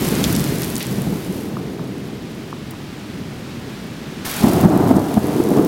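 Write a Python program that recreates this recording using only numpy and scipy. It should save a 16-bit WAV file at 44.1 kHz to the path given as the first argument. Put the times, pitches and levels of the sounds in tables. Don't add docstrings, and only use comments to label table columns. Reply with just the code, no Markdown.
import sys
import numpy as np
from scipy import signal
from scipy.fft import rfft, irfft
from scipy.io import wavfile
from scipy.ndimage import uniform_filter1d

SR = 44100
rng = np.random.default_rng(int(sys.argv[2]) if len(sys.argv) > 2 else 0)


def to_wav(sig):
    pcm = np.clip(np.atleast_2d(sig), -1, 1) * 32767
    pcm = np.round(pcm).astype(np.int16)
    wavfile.write(sys.argv[1], SR, pcm.T)


N = 250047
TIME = np.arange(N) / SR

# (frequency [Hz], level [dB])
NEAR_THUNDER_SPECTRUM = [(20, -34), (40, -29), (65, -11), (110, -2), (190, 0), (290, -0.5), (390, -3),
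                         (520, -13.5), (620, -9.5), (780, -11), (1000, -18), (1300, -22.5), (2000, -35),
                         (3500, -59)]


def rumble():
    # (frequency [Hz], level [dB])
    far_spectrum = [(20, -47), (40, -24.5), (65, -9.5), (95, -8.5), (135, -1), (210, -0.5), (290, -4),
                    (400, -9), (520, -16), (750, -22.5), (1100, -35), (2000, -55)]
    surge_spectrum = [(30, -41), (70, -25.5), (120, -11), (200, -3.5), (290, -1.5), (370, -1), (460, -3.5),
                      (560, -16.5), (760, -16.5), (1200, -25.5), (2000, -37.5), (3500, -48.5)]
    far = roll("far", far_spectrum, rate=2500, spread_db=1.0, floor=undb(-32))
    near = roll("near", NEAR_THUNDER_SPECTRUM, rate=1800, spread_db=1.0)
    surge = roll("surge", surge_spectrum, rate=2500, spread_db=2.0)
    return (far + near + surge) * undb(0.36 * wander(rate=12))


def roll(voice, spectrum, rate, spread_db, floor=0):
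    # (time at full strength [s], level [dB], hold [s], fade [dB/s], voice)
    rolls = [(0.02, -18.5, .36, 18, "far"), (0.876, -24, .23, 68, "far"), (1.273, -27.5, .2, 11, "far"),
             (1.098, -31.5, .75, 21, "surge"), (3.158, -32, 0.14, 6, "far"), (4.448, -11.5, .3, 9, "near"),
             (4.658, -7, 0.31, 78.5, "near"), (5.25, -13, .45, 27.5, "surge"),
             (5.522, -10, .07, 60, "surge")]
    power = sum(envelope(*row, rise_db_per_s=321) ** 2 for *row, name in rolls if name == voice)
    return colour(impacts(rate, spread_db), spectrum) * np.sqrt(power + floor ** 2)


def claps():
    # (crest time [s], level [dB], pitch [Hz], half length [s], relative crack level [dB])
    arrivals = [(.281, -9.5, 172, 0.0044, -29), (1.076, -13, 188, 0.009, -33),
                (1.131, -11.5, 190, 0.0097, -33), (1.8, -19, 170, 0.012, -30),
                (4.446, 2, 221, 0.0096, -18.5), (4.472, 0, 236, .0048, -29), (4.639, 4.5, 208, 0.0029, -25),
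                (4.659, 7.5, 170, 0.0091, -26), (4.913, 12, 269, 0.0047, -17),
                (4.968, 5.5, 274, 0.0054, -19.5), (4.984, 6.5, 266, 0.0028, -24),
                (5.177, 5.5, 215, 0.01, -23), (5.404, 5, 320, 0.0048, -26), (5.519, 1, 250, 0.0052, -25),
                (5.576, 4.5, 235, .0045, -25), (5.596, 3.5, 328, .004, -25)]
    # (frequency [Hz], level [dB])
    crack_spectrum = [(350, -20), (560, 1), (760, 3.5), (1000, -5), (1300, -21), (2000, -25), (3500, -38)]
    out = np.zeros(N)
    crack = colour(rng.standard_normal(N), crack_spectrum)
    ragged_body = undb(-10.5) * colour(rng.standard_normal(N), NEAR_THUNDER_SPECTRUM)
    phases = rng.uniform(0, 2 * np.pi, len(arrivals))
    for (crest_s, db, hz, half_s, crack_db), phase in zip(arrivals, phases):
        span = np.abs(TIME - crest_s) < 10 * half_s
        t = TIME[span] - crest_s
        swing = np.cos(2 * np.pi * hz * t + phase)
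        pressure = swing + ragged_body[span] + undb(crack_db) * crack[span]
        out[span] += undb(db) * pressure / np.cosh(2.17 * t / half_s)
    return out


def splatter():
    # (frequency [Hz], level [dB])
    spray_spectrum = [(300, -2), (800, 3.5), (1500, 2), (2500, 0.5), (4500, -2), (7500, -7), (13000, -5.5),
                      (16000, -10)]
    # (time at full strength [s], level [dB], hold [s], fade [dB/s])
    flurries = [(0, -31.5, 0.31, 12.5), (4.252, -30.5, 0.14, 4)]
    flurry_s, stop_db_per_s = 1.425, 57
    spray = colour(impacts(rate=14000, spread_db=1.5), spray_spectrum)
    ticks = patter(rate=240, spread_db=3.0, fade_s=0.00093)
    stray_drops = patter(rate=28, spread_db=2.1, fade_s=0.003)
    flow = undb(-59)
    for onset_s, db, hold_s, fade in flurries:
        giving_out = undb(-stop_db_per_s * np.maximum(TIME - onset_s - flurry_s, 0))
        flow = flow + envelope(onset_s, db, hold_s, fade, rise_db_per_s=2490) * giving_out
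    flutter = undb(0.6 * wander(rate=25))
    return (undb(3) * spray + undb(-3) * ticks) * flow * flutter + undb(-60) * stray_drops


def patter(rate, spread_db, fade_s):
    # (frequency [Hz], level [dB])
    tick_spectrum = [(1500, -19), (5000, -0.5), (12000, 2), (16000, -2.5)]
    breakup = np.exp(-TIME[:SR // 50] / fade_s)
    energy = np.abs(signal.fftconvolve(impacts(rate, spread_db) ** 2, breakup)[:N])
    return colour(np.sqrt(energy) * rng.standard_normal(N), tick_spectrum)


def drops():
    # (time [s], peak level [dB], band centre [Hz], splash time to fall 60 dB [s])
    strikes = [(.079, -13, 9000, 0.011), (0.086, -13.5, 9000, .014), (.1524, -14, 7000, .01),
               (0.2397, -7.5, 3650, 0.05), (.24, -5, 11000, 0.0054), (.326, -8, 12900, .02),
               (.3508, -8, 6050, .028), (.3634, -9.5, 8000, .012), (.395, -12, 6500, .009),
               (.4047, -9, 11100, .01), (0.4408, -11, 9100, .008), (.632, -13.5, 5500, 0.019),
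               (0.6446, -11, 10900, .01), (0.7551, -9, 9500, .011), (0.7645, -8.5, 7050, 0.017),
               (.7796, -8, 14200, .014), (.805, -18, 3200, 0.24), (.8272, -12, 10000, .012),
               (.8668, -13.5, 9000, .011), (1.0184, -13, 12000, .01), (2.708, -19.5, 13000, 0.035),
               (4.2925, -15, 12200, .011), (4.365, -13, 13600, .008), (4.5331, -4.5, 11600, 0.024),
               (4.6107, -7.5, 12400, 0.0089), (4.6912, -13, 5500, .013), (4.7755, -9, 13500, .012),
               (4.8828, -8, 11050, .011), (4.9678, -11, 7600, 0.011), (5.4882, -14, 8000, .008),
               (5.648, -9, 10900, .01)]
    tick_s, splash_db = 0.00027, -10
    out, t = np.zeros(N), TIME[:SR // 10]
    for onset_s, db, hz, t60 in strikes:
        decay = np.exp(-t / tick_s) + undb(splash_db - 60 * t / t60)
        band = signal.butter(3, [hz * 0.56, min(hz * 1.62, SR * 0.45)], "bandpass", fs=SR, output="sos")
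        slap = signal.sosfilt(band, rng.standard_normal(len(t)) * decay)
        add(out, onset_s + 0.0008, undb(db) * slap / np.abs(slap).max())
    return out


def drips():
    # (time [s], level [dB], pitch [Hz])
    knocks = [(1.569, -14.5, 1140), (1.794, -22.5, 1080), (2.528, -15.5, 1110), (2.736, -26, 1070)]
    rise_s = 0.0012
    out, t = np.zeros(N), TIME[:SR // 50]
    pulse = (t / rise_s * np.exp(1 - t / rise_s)) ** 2
    for onset_s, db, hz in knocks:
        add(out, onset_s - 0.0004, undb(db - 2.5) * pulse * np.sin(2 * np.pi * hz * t))
    return out


def far_rain():
    # (time [s], level [dB])
    levels = [(0, -40.5), (1.7, -41.5), (2.8, -40), (4.2, -37.7), (5.67, -39)]
    # (frequency [Hz], level [dB])
    hiss_spectrum = [(300, -3), (700, 0), (1200, -0.5), (2400, -2.5), (3600, -5), (5000, -8.5), (7000, -14),
                     (10000, -19), (16000, -24)]
    db = np.interp(TIME, *np.transpose(levels)) + 0.4 * wander(rate=9.8)
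    return colour(rng.standard_normal(N), hiss_spectrum) * undb(db)


def gain_control(x):
    threshold_db, sense_s = -14, 0.052
    retention = np.exp(-1 / (sense_s * SR))
    power = signal.lfilter([1 - retention], [1, -retention], x ** 2)
    excess_db = 10 * np.log10(np.maximum(power / undb(threshold_db) ** 2, 1))

    def held_excess(release_db_per_s):
        release = release_db_per_s * TIME
        return np.maximum.accumulate(excess_db + release, axis=-1) - release

    return x * undb(-0.23 * held_excess(150) - 0.53 * held_excess(6))


def envelope(full_s, db, hold_s, fade_db_per_s, rise_db_per_s):
    rise_db = rise_db_per_s * np.maximum(full_s - TIME, 0)
    fade_db = fade_db_per_s * np.maximum(TIME - full_s - hold_s, 0)
    return undb(db - rise_db - fade_db)


def impacts(rate, spread_db):
    hit = rng.random(N) < rate / SR
    size = undb(spread_db * np.minimum(rng.exponential(size=N), 2 * np.pi))
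    return unit(hit * size * rng.choice([-1, 1], N))


def wander(rate):
    step = int(SR / rate)
    stairs = np.repeat(rng.standard_normal(N // step + 1), step)[:N]
    return unit(uniform_filter1d(stairs, step))


def colour(x, spectrum):
    size = 8192
    hz, db = np.transpose(spectrum)
    bin_hz = np.arange(size // 2 + 1) * SR / size
    gain = undb(np.interp(np.log(bin_hz + 1), np.log(hz), db))
    cepstrum = irfft(np.log(gain))
    cepstrum[1:size // 2] *= 2
    cepstrum[size // 2 + 1:] = 0
    impulse_response = irfft(np.exp(rfft(cepstrum)))
    return unit(signal.fftconvolve(x, impulse_response)[:N])


def undb(db):
    return 10 ** (np.asarray(db) / 20)


def unit(x):
    return x / np.sqrt(np.mean(x ** 2))


def add(out, onset_s, sound):
    start = max(int(onset_s * SR), 0)
    out[start:start + len(sound)] += sound[:N - start]


def scene():
    return (rumble() + claps() + far_rain() + splatter() + drops() + drips())[None]


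def record(dry):
    clipped = np.clip(gain_control(dry), -1, 1)
    top_hz = 16000
    return signal.sosfilt(signal.ellip(10, 0.1, 80, top_hz, fs=SR, output="sos"), clipped)


dry = scene()
out = record(dry)
to_wav(out)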